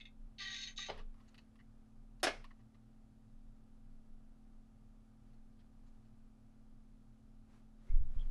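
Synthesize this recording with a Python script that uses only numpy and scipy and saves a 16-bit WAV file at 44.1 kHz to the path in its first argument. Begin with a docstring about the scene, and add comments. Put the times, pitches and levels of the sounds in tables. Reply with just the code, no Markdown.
"""Heard first: a hinge creaking close by in a small quiet room, over air noise and the hum of a nearby machine.
A steel handle pulls down the upper plate of a heat press: the linkage scrapes and a spring groans, the plate
lands on the pad, joints tick, and the toggle snaps over with a double clunk. Cloth rustles now and then; at the
end the swaying microphone stand is bumped and squeaks. Chains of tiny random slips drive the resonances of the
metal parts, noise is coloured into cloth, pad and air, and sines make the hum, groan, sway and table boom."""
import sys
import numpy as np
from scipy import signal
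from scipy.fft import rfft, irfft, next_fast_len
from scipy.io import wavfile
from scipy.ndimage import uniform_filter1d

SR = 44100
rng = np.random.default_rng(int(sys.argv[2]) if len(sys.argv) > 2 else 0)


def persist_wave(psi):
    """Save psi, clipped to +-1, as 16-bit WAV."""
    counts = np.round(np.clip(psi, -1, 1) * 32767).astype(np.int16)
    wavfile.write(sys.argv[1], SR, np.atleast_2d(counts).T)


N = 366030

# Spectrum of the room rumble and microphone hiss: (frequency [Hz], relative density [dB per Hz])
AIR_COLOUR = [(5, -21), (18, -6), (30, -6), (45, -7), (90, -11), (150, -15), (200, -18.5), (290, -21),
              (420, -27.5), (590, -28), (780, -29), (1070, -35.5), (1220, -32), (1900, -41.5), (11900, -51)]
# Steady tones of the nearby machine: (frequency [Hz], level [dB rms])
HUM_TONES = [(120, -75.5), (220.7, -68), (258.4, -74.5), (780.6, -92), (1179, -100)]
# Its one wavering tone: (frequency [Hz], width of each resonance [Hz], level [dB rms])
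WAVERING_TONE = (114, 14, -73.5)
# Jolts through the floor that swell the sway of the stand: (middle [s], level [dB], half length [s])
FLOOR_JOLTS = [(.25, -51, .06), (.76, -55.5, 0.057), (1.04, -45.5, 0.075), (2.35, -65, 0.14),
               (3.9, -58.5, .1), (4.14, -52, .04)]
# Knocks on the microphone stand: (time [s], level [dB])
STAND_KNOCKS = [(7.898, -18), (7.938, -11.5), (8.006, -13), (8.163, -19), (8.207, -28.5), (8.251, -29)]
# Modes of the stand: (frequency [Hz], relative level [dB], t60 [s])
STAND_MODES = [(14, -11, 0.46), (21.9, -10.5, 1), (54, -26.5, 0.38), (115.5, -34.5, 0.73)]
# First slips of the hinge: (time [s], relative level [dB], hold [s])
HINGE_SLIPS = [(0, -55, 0.0037), (0.007, -52, 0.0081), (0.016, -65, 0.018), (0.053, -51.5, 0.0091),
               (0.066, -70, 0.015)]
# Resonances of the hinge: (frequency [Hz], width [Hz], relative level [dB])
HINGE_MODES = [(2120, 120, -8), (2320, 35, -11), (2605, 70, -3.5), (3380, 46, -6), (3660, 100, -6.5),
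               (4600, 41, -21), (6120, 100, -19)]
# Strokes of the sliding linkage: (start [s], length [s], level [dB], sag over the stroke [dB],
# low modes re level [dB], high modes re level [dB])
SLIDE_STROKES = [(0.381, 0.26, -48.5, 1, -5, -7), (0.664, 0.022, -51.5, 0, -2.5, -2),
                 (0.758, 0.011, -66, -6.5, -17, 13), (0.774, 0.1, -48, 6.5, -4, -5.5)]
# Resonances of the linkage: (frequency [Hz], width [Hz], relative level [dB])
LINKAGE_MODES = [(1576, 15, -10), (1860, 18, -5.5), (1913, 32, -5.5), (2103, 14, -4.5), (2316, 15, -11.5),
                 (2704, 35, -4), (2910, 16, -10.5), (3082, 36, -2.5), (3430, 110, -15), (3780, 59, 7),
                 (4100, 16, -42), (4270, 32, 0.5), (4670, 22, -6.5), (5220, 38, -13), (6100, 27, -12),
                 (6235, 110, -8.5), (6520, 41, -8.5), (6750, 26, -22), (7435, 28, -50)]
# Its faint high overtones: (frequency [Hz], width of each resonance [Hz], level re stroke [dB])
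LINKAGE_OVERTONES = [(8600, 310, -38), (10400, 940, -42)]
# Spectrum of the broad scrape: (frequency [Hz], relative density [dB per Hz])
SCRAPE_COLOUR = [(530, -31), (900, 16), (1160, -44), (1390, -10), (1940, 1), (2180, -6.5), (3800, 5),
                 (4950, -6), (6330, -37.5), (11500, -89.5), (15000, -93), (22000, -120)]
# Pulls in which the counter-spring groans: (start [s], length [s], level [dB], sag over the pull [dB],
# jerk at the start re level [dB])
HANDLE_PULLS = [(.388, .33, -63.5, 13, -18), (0.785, 0.14, -71, 0.5, 16.5)]
# Partials of the groan: (multiple of the slip rate, relative level [dB])
GROAN_PARTIALS = [(1, -12.5), (2, -9.5), (3, 0), (4, -2), (5, 5), (6, 3), (7, -12.5), (8, 4), (9, 0),
                  (10, 6.5), (11, 2.5)]
# Contacts of the plate with the pad: (time [s], mean level [dB])
PLATE_CONTACTS = [(.886, -41), (.892, -37.5), (.899, -33.5), (.906, -41.5), (.928, -50), (.945, -68)]
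# Modes of the plate: (frequency [Hz], relative level [dB], t60 [s])
PLATE_MODES = [(428, -20, 0.37), (558, -6.5, 0.058), (638, -7.5, 0.056), (840, -4, 0.032),
               (1420, -14, 0.03), (2160, -13.5, 0.028), (2960, -12, 0.026), (4140, -17, 0.035),
               (4930, -15, 0.028)]
# Booms of the table under the plate and the toggle: (time [s], level [dB])
TABLE_BOOMS = [(0.885, -54.5), (2.235, -62)]
# Spectra of the squeezed pad and of the cloth: (frequency [Hz], relative density [dB per Hz])
PAD_SPECTRUM = [(88, -27), (150, 5), (226, -25), (283, -50), (378, 3), (1440, -9.5), (3890, -13),
                (9000, -42), (11700, -70), (19800, -120)]
CLOTH_SPECTRUM = [(180, -28), (300, -5), (561, -3), (773, -7.5), (1180, -6), (11500, -28.5), (15000, -58),
                  (22000, -120)]
# Cloth moving: (middle [s], level [dB], half length [s])
CLOTH_MOVES = [(1.3, -79.5, 0.19), (5.3, -85, 0.082), (5.9, -86.5, 0.23), (7.55, -75.5, .07),
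               (7.89, -75, 0.087), (8.2, -73, 0.14)]
# Joints ticking: (time [s], level [dB], pitch [Hz], broad part re modes [dB], hold [s])
JOINT_TICKS = [(0.934, -61, 1150, -12, 0.0091), (0.97, -85, 2500, -11, 0.014), (0.976, -66, 2420, 0, 0.02),
               (0.998, -65, 1145, -17, 0.0099), (1.142, -72, 1166, -9, 0.0047),
               (1.174, -76.5, 1100, -31, 0.037), (1.202, -75, 1390, -5, 0.012),
               (1.28, -76, 4940, -4.5, 0.013), (1.344, -77.5, 3080, 9, 0.011),
               (1.379, -63.5, 2820, -4, 0.014), (1.556, -74.5, 1130, -1.5, 0.0076),
               (1.589, -68.5, 1850, -21, 0.022), (2.198, -78.5, 4200, 0, 0.01),
               (2.442, -59.5, 1140, -5, 0.011), (2.506, -64.5, 1570, -24.5, 0.011),
               (2.592, -79, 1300, -9, 0.021), (2.744, -76.5, 1253, -4, 0.012), (5.332, -90, 4500, 1, .014),
               (5.591, -96.5, 2300, 16.5, .023), (5.863, -87, 5500, -1, .026), (6.047, -89, 2650, -5, .016)]
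# Resonances of the joints: (frequency [Hz], width of each resonance [Hz], relative level [dB])
JOINT_MODES = [(1140, 270, 3.5), (1850, 400, 2.5), (2600, 450, -5), (2880, 83, -3.5), (3850, 500, -3),
               (4300, 200, -1.5), (6600, 1200, 0.5)]
# The toggle striking the frame, then bouncing: (time [s], level [dB], lowest frequency passed [Hz],
# highest frequency passed [Hz], rattle hold [s])
TOGGLE_BLOWS = [(2.2309, -25.5, 455, 14030, .012), (2.247, -28.5, 90.1, 7000, .006),
                (2.2689, -24.5, 396, 3597, .012), (2.335, -50, 300, 1210, 0.005),
                (2.366, -59, 400, 2370, .008)]
# Modes of the frame: (frequency [Hz], relative level [dB], t60 [s])
FRAME_MODES = [(290, -2.5, 0.11), (407.2, -8.5, 0.19), (599, 1, .18), (680, -1, 0.097), (736.7, -6, .18),
               (1093, -13.5, .12), (1420, -11.5, .1), (1690, 0, 0.13), (1737, -1.5, .12), (2162, -6, .22),
               (2260, -5, 0.16), (2455, -2, 0.13), (2790, -14, 0.086), (3596, -1, .12), (3725, -1.5, 0.047),
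               (3690, -3.5, 0.1), (4134, -13, 0.17), (4500, -11, 0.12), (5300, -6.5, .09),
               (5300, -10, 0.14), (6519, -12.5, .15), (8000, -20, .18), (10700, -16.5, .1)]
# Spectrum of the loose parts rattling: (frequency [Hz], relative density [dB per Hz])
RATTLE_COLOUR = [(60, -31.5), (190, -25.5), (270, -3.5), (594, -7), (1060, -12), (1400, -9), (4340, -14.5),
                 (5270, -10.5), (7280, -19.5), (10700, -18.5), (12000, -30.5), (15000, -45)]
# Faint squeaks while the stand is handled: (time [s], level [dB], pitch [Hz], hold [s])
STAND_SQUEAKS = [(7.867, -74, 362, 0.026), (7.886, -76, 2160, 0.045), (8.191, -69.5, 3240, 0.033)]

AIR_DB, HISS_STOP_HZ = -67.5, 12200
SWAY_HZ, SWAY_DB = 23.8, -61.5   # middle values; both wander
STROKE_ATTACK_S, STROKE_RELEASE_T60_S = 0.0043, 0.14
LOW_BUILD_S, HIGH_BUILD_S = 0.012, 0.041   # low and high modes join a stroke late
SQUEAL_FROM_HZ, SQUEAL_FALL_HZ_PER_S = 2020, 1100   # mode favoured by the contact, from each pull on
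SQUEAL_STEADINESS = 0.49   # a squealing mode feeds itself and holds its level: 0 free, 1 fully even
SLIPS_PER_S, SLIP_FALL_PER_S2 = 396, 50   # rate at the start of a pull, and its fall
JERK_T60_S, GROAN_TREMBLE_DB = 0.031, 3.5
TABLE_HZ, TABLE_T60_S = 81.6, 0.9
PAD_S, PAD_DB, PAD_ATTACK_S, PAD_T60_S = 0.886, -46, 0.015, 0.11   # the plate squeezes pad and paper
PAD_CREEP_S, PAD_CREEP_DB = 0.12, -16   # fainter crackle that lasts longer, re PAD_DB
JOINT_REACH_DB_PER_OCTAVE = 14.5   # modes away from the pitch of a tick are weaker
FIRST_SLIP = 2.5   # size of the contact that opens a tick or a blow, re rms of the chatter
CRACK_DB = -6   # bare first contact of a blow, re its level
SETTLING_TOP_HZ = 5000   # the parts that settle last sound duller
SQUEAK_WIDTH = 0.09   # width of each resonance, as a share of the pitch
ROOM_T60_S, ROOM_DB = 0.14, -12
CUTOFF_HZ = 15100


def from_db(db):
    """Amplitude factor of a level in dB."""
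    return 10 ** (np.asarray(db) / 20)


def rms_one(x):
    """Scales x to rms 1."""
    return x / np.sqrt(np.mean(x ** 2) + 1e-30)


def lowpass(x, order, top_hz):
    """Butterworth filter that keeps what lies below top_hz."""
    return signal.sosfilt(signal.butter(order, top_hz, fs=SR, output="sos"), x)


def bandpass(x, order, low_hz, high_hz):
    """Butterworth filter that keeps what lies between two frequencies."""
    return signal.sosfilt(signal.butter(order, [low_hz, high_hz], "band", fs=SR, output="sos"), x)


def coloured(x, spectrum):
    """Gives x the spectrum of a table; rms 1."""
    hz, level_db = np.transpose(spectrum)
    size = next_fast_len(len(x))
    bins = np.maximum(np.fft.rfftfreq(size, 1 / SR), 1)
    gain = from_db(np.interp(np.log(bins), np.log(hz), level_db))
    return rms_one(irfft(rfft(x, size) * gain, size)[:len(x)])


def resonate(x, hz, width_hz):
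    """Two-pole resonance with gain 1 on top."""
    r = np.exp(-np.pi * width_hz / SR)
    return signal.lfilter(np.array([1, 0, -1]) * (1 - r * r) / 2,
                          [1, -2 * r * np.cos(2 * np.pi * hz / SR), r * r], x)


def resonate_twice(x, hz, width_hz):
    """Two equal resonances in a row: steeper skirts."""
    return resonate(resonate(x, hz, width_hz), hz, width_hz)


def ring(clicks, hz, t60):
    """A unit click sets a decaying sine of height about 1 ringing."""
    r, w = from_db(-60 / (t60 * SR)), 2 * np.pi * hz / SR
    return signal.lfilter([0, np.sin(w)], [1, -2 * r * np.cos(w), r * r], clicks + 1e-18)


def grains(per_s, spread_db, count):
    """Random tiny impacts of uneven size; rms 1."""
    sizes = from_db(spread_db * np.minimum(rng.exponential(1, count), 5))
    signed = sizes * rng.choice([-1, 1], count)
    return rms_one(signed * (rng.random(count) < per_s / SR))


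def opened(chatter):
    """Chatter that starts with a definite contact."""
    return np.concatenate([[FIRST_SLIP], chatter[1:]])


def burst(hold_s, t60, count):
    """Envelope that starts at once, holds, then dies away."""
    return from_db(-60 / t60 * np.maximum(np.arange(count) / SR - hold_s, 0))


def stroke(start_s, length_s, sag_db, attack_s, t60, count):
    """Envelope that rises, sags evenly in dB over its length, then dies away."""
    t = np.arange(count) / SR - start_s
    rise = np.clip(t / attack_s, 0, 1) ** 2
    sag = -sag_db * np.clip(t / length_s, 0, 1)
    return rise * from_db(sag - 60 / t60 * np.maximum(t - length_s, 0))


def swells(rows):
    """Sum of bell-shaped envelopes."""
    t = np.arange(N) / SR
    return sum(from_db(db) * np.exp(-((t - s) / half_s) ** 2) for s, db, half_s in rows)


def drift(rate, count):
    """Slow chance with spread about 1: noise through two equal one-pole lowpasses at rate [Hz]."""
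    r = np.exp(-2 * np.pi * rate / SR)
    noise = rng.standard_normal(count + SR // 4)
    return rms_one(signal.lfilter([1], [1, -2 * r, r * r], noise)[SR // 4:])


def evened(x, share):
    """Takes out a share of the level changes slower than 8 ms."""
    local_power = uniform_filter1d(x ** 2, size=350) + 1e-12
    return x * (np.mean(x ** 2) / local_power) ** (share / 2)


def since_pull(count):
    """Seconds since the start of the current pull; negative before the first."""
    t, starts = np.arange(count) / SR, np.array(HANDLE_PULLS)[:, 0]
    return t - starts[np.maximum(np.searchsorted(starts, t) - 1, 0)]


def air():
    """Room rumble and microphone hiss: coloured noise with its top cut."""
    noise = coloured(rng.standard_normal(N), AIR_COLOUR)
    top_cut = signal.cheby2(24, 40, HISS_STOP_HZ, fs=SR, output="sos")
    return from_db(AIR_DB) * signal.sosfilt(top_cut, noise)


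def hum():
    """Steady motor tones as sines, and one wavering tone as narrow noise."""
    t = np.arange(N) / SR
    steady = sum(np.sqrt(2) * from_db(db) * np.sin(2 * np.pi * (hz * t + rng.random()))
                 for hz, db in HUM_TONES)
    hz, width_hz, db = WAVERING_TONE
    wavering = rms_one(resonate_twice(rng.standard_normal(N), hz, width_hz))
    return steady + from_db(db) * wavering


def stand():
    """The microphone stand sways near one low pitch and rings in its modes when knocked."""
    sway_hz = SWAY_HZ * (1 + 0.12 * drift(2.7, count=N))
    level = from_db(SWAY_DB + 3.5 * drift(3.7, count=N)) + swells(FLOOR_JOLTS)
    sway = np.sqrt(2) * level * np.sin(2 * np.pi * np.cumsum(sway_hz) / SR)
    knocks = np.zeros(N)
    for s, db in STAND_KNOCKS:
        knocks[round(s * SR)] = from_db(db)
    knocks = lowpass(knocks, 2, 90)   # a soft hand
    return sway + sum(from_db(db) * ring(knocks, hz, t60) for hz, db, t60 in STAND_MODES)


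def creaks():
    """First slips of the hinge: short chatters in its resonances."""
    out, count = np.zeros(N), SR // 4
    for s, db, hold_s in HINGE_SLIPS:
        chatter = grains(per_s=1400, spread_db=2.0, count=count) * burst(hold_s, 0.062, count=count)
        rung = sum((-1) ** k * from_db(mode_db) * resonate(chatter, hz, width_hz)
                   for k, (hz, width_hz, mode_db) in enumerate(HINGE_MODES))
        at = round(s * SR)
        out[at:at + count] += from_db(db + 19) * rung
    return bandpass(out, 2, 1500, 5000)


def slide():
    """Dry steel on steel: dense slips drive the linkage resonances and a broader scrape."""
    count = SR
    slips, t = grains(per_s=7300, spread_db=5.5, count=count), np.arange(count) / SR
    # the contact travels along the arm
    favoured_hz = SQUEAL_FROM_HZ - SQUEAL_FALL_HZ_PER_S * since_pull(count)
    rung = 0
    for k, (hz, width_hz, db) in enumerate(LINKAGE_MODES):
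        squeal_db = 8 * np.exp(-(np.log(hz / favoured_hz) / 0.018) ** 2)
        mode_level = from_db(db + squeal_db + 3.9 * drift(12, count=count))
        mode = evened(resonate(slips, hz, width_hz), SQUEAL_STEADINESS)
        rung = rung + (-1) ** k * mode_level * mode
    sound = rms_one(rung) + from_db(-8.0) * coloured(slips, SCRAPE_COLOUR)
    low = rms_one(bandpass(sound, 4, 1400, 2450))
    middle = rms_one(bandpass(sound, 4, 2450, 5750))
    high = rms_one(bandpass(sound, 4, 5550, 7200))
    top = sum(from_db(db) * rms_one(resonate_twice(slips, hz, width_hz))
              for hz, width_hz, db in LINKAGE_OVERTONES)
    out = np.zeros(N)
    for s, length_s, db, sag_db, low_db, high_db in SLIDE_STROKES:
        since_start = np.maximum(t - s, 0)
        low_gain = from_db(low_db) * (1 - np.exp(-since_start / LOW_BUILD_S))
        high_gain = from_db(high_db) * (1 - np.exp(-since_start / HIGH_BUILD_S))
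        level = from_db(db) * stroke(s, length_s, sag_db, STROKE_ATTACK_S, STROKE_RELEASE_T60_S, count=count)
        out[:count] += level * (middle + low_gain * low + high_gain * high + top)
    return out


def groan():
    """Stick-slip of the counter-spring: sines at multiples of a trembling slip rate, the jerk in the low ones."""
    count, out = SR, 0
    level = sum(from_db(db) * stroke(s, length_s, sag_db, 0.012, 0.05, count=count)
                for s, length_s, db, sag_db, jerk_db in HANDLE_PULLS)
    jerk = sum(from_db(db + jerk_db) * stroke(s, 0.0076, 0, 0.0047, JERK_T60_S, count=count)
               for s, length_s, db, sag_db, jerk_db in HANDLE_PULLS)
    falling_rate = SLIPS_PER_S - SLIP_FALL_PER_S2 * since_pull(count)
    rate = falling_rate * (1 + 0.00573 * drift(18.5, count=count))
    for multiple, db in GROAN_PARTIALS:
        partial_hz = multiple * rate * (1 + 0.0036 * drift(38, count=count))
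        turns = rng.random() + np.cumsum(partial_hz) / SR
        tremble = from_db(db + GROAN_TREMBLE_DB * drift(28, count=count))
        out = out + (level + jerk * (multiple <= 3)) * tremble * np.sin(2 * np.pi * turns)
    return np.pad(out, (0, N - count))


def table():
    """One low mode of the table, pushed softly."""
    out = 0
    for s, db in TABLE_BOOMS:
        t = np.maximum(np.arange(N) / SR - s, 0)
        envelope = from_db(db - 60 / TABLE_T60_S * t) * (1 - np.exp(-t / 0.035))
        out = out + envelope * np.sin(2 * np.pi * TABLE_HZ * t)
    return out


def landing():
    """The plate settles on the padded table: a few dull contacts ring its modes, each unevenly."""
    at, out = [round(s * SR) for s, db in PLATE_CONTACTS], np.zeros(N)
    contact_db = np.array(PLATE_CONTACTS)[:, 1]
    for hz, mode_db, t60 in PLATE_MODES:
        clicks = np.zeros(SR + SR // 2)
        sizes = from_db(contact_db + mode_db + rng.normal(0, 2.8, len(at)))
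        clicks[at] = sizes * rng.choice([-1, 1], len(at))
        out[:len(clicks)] += ring(clicks, hz, t60)
    return bandpass(out, 2, 330, 6000)


def rustle():
    """Fine crackle of the pad as the plate squeezes it, and of moving cloth."""
    crackle = grains(per_s=7000, spread_db=-1.0, count=N)
    crush = stroke(PAD_S, PAD_ATTACK_S, 0, PAD_ATTACK_S, PAD_T60_S, count=N)
    creep = from_db(PAD_CREEP_DB) * stroke(PAD_S, PAD_CREEP_S, 0, PAD_ATTACK_S, 0.16, count=N)
    # the same crackle backwards serves the pad
    pad = from_db(PAD_DB) * (crush + creep) * coloured(crackle[::-1], PAD_SPECTRUM)
    return swells(CLOTH_MOVES) * coloured(crackle, CLOTH_SPECTRUM) + pad


def ticks():
    """A joint slips: a short chatter, partly broad, partly in the joint modes near its pitch."""
    out, count = np.zeros(N + SR), SR // 8
    first_slip = 0.27 * burst(0, 0.0081, count=count)   # the first slip is the hardest
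    for s, level_db, pitch_hz, broad_db, hold_s in JOINT_TICKS:
        chatter = opened(grains(per_s=4900, spread_db=-0.5, count=count))
        modes = 0
        for hz, width_hz, db in JOINT_MODES:
            reach_db = -JOINT_REACH_DB_PER_OCTAVE * abs(np.log2(hz / pitch_hz))
            modes = modes + from_db(db + reach_db) * rms_one(resonate_twice(chatter, hz, width_hz))
        bare = from_db(-4.5) * chatter * burst(0.0045, 0.022, count=count)
        broad = rms_one(bandpass(chatter, 3, 800, 4800)) + bare
        envelope = burst(hold_s, 0.03, count=count) + first_slip
        at = round(s * SR)
        out[at:at + count] += from_db(level_db) * envelope * (rms_one(modes) + from_db(broad_db) * broad)
    return lowpass(out[:N], 8, 11500)


def blows():
    """Each blow rings the frame modes and shakes the loose parts; a soft contact dulls both."""
    out, count = np.zeros(N), SR // 2
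    for s, level_db, low_hz, high_hz, rattle_s in TOGGLE_BLOWS:
        push = opened(grains(per_s=6600, spread_db=4.0, count=count)) * burst(0.0014, 0.02, count=count)
        modes = sum(from_db(db - 38.0) * ring(push, hz, t60) for hz, db, t60 in FRAME_MODES)
        loose = coloured(opened(grains(per_s=8200, spread_db=2.0, count=count)), RATTLE_COLOUR)
        settling = lowpass(loose, 1, SETTLING_TOP_HZ) * burst(rattle_s, 0.36, count=count)
        rattle = loose * burst(rattle_s, 0.08, count=count) + from_db(-11) * settling
        crack = coloured(rng.standard_normal(count), RATTLE_COLOUR) * burst(0.001, 0.0097, count=count)
        blow = modes + from_db(-9.5) * rattle + from_db(CRACK_DB) * crack
        at = round(s * SR)
        out[at:at + count] += from_db(level_db) * bandpass(blow, 2, low_hz, high_hz)
    return out


def squeaks():
    """Short chatters, each in one narrow resonance."""
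    out, count = np.zeros(N + SR), SR // 8
    for s, db, hz, hold_s in STAND_SQUEAKS:
        chatter = grains(per_s=1900, spread_db=2.0, count=count)
        squeak = rms_one(resonate_twice(chatter, hz, SQUEAK_WIDTH * hz))
        at = round(s * SR)
        out[at:at + count] += from_db(db) * burst(hold_s, 0.026, count=count) * squeak
    return out[:N]


def room(x):
    """Dense echoes of a small furnished room: convolution with dying noise."""
    tail = rng.standard_normal(SR // 2) * burst(0.015, ROOM_T60_S, count=SR // 2)
    return signal.fftconvolve(x, tail / np.sqrt(np.sum(tail ** 2)))[:N]


def scene():
    """All sources at one microphone; the press and the squeaks also excite the room."""
    press = creaks() + slide() + groan() + landing() + blows() + ticks() + squeaks()
    surroundings = air() + hum() + stand() + table() + rustle()
    return (press + from_db(ROOM_DB) * room(press) + surroundings)[None]


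def record(dry):
    """The top is cut steeply."""
    return signal.sosfilt(signal.cheby2(24, 50, CUTOFF_HZ, fs=SR, output="sos"), dry)


dry = scene()
out = record(dry)
persist_wave(out)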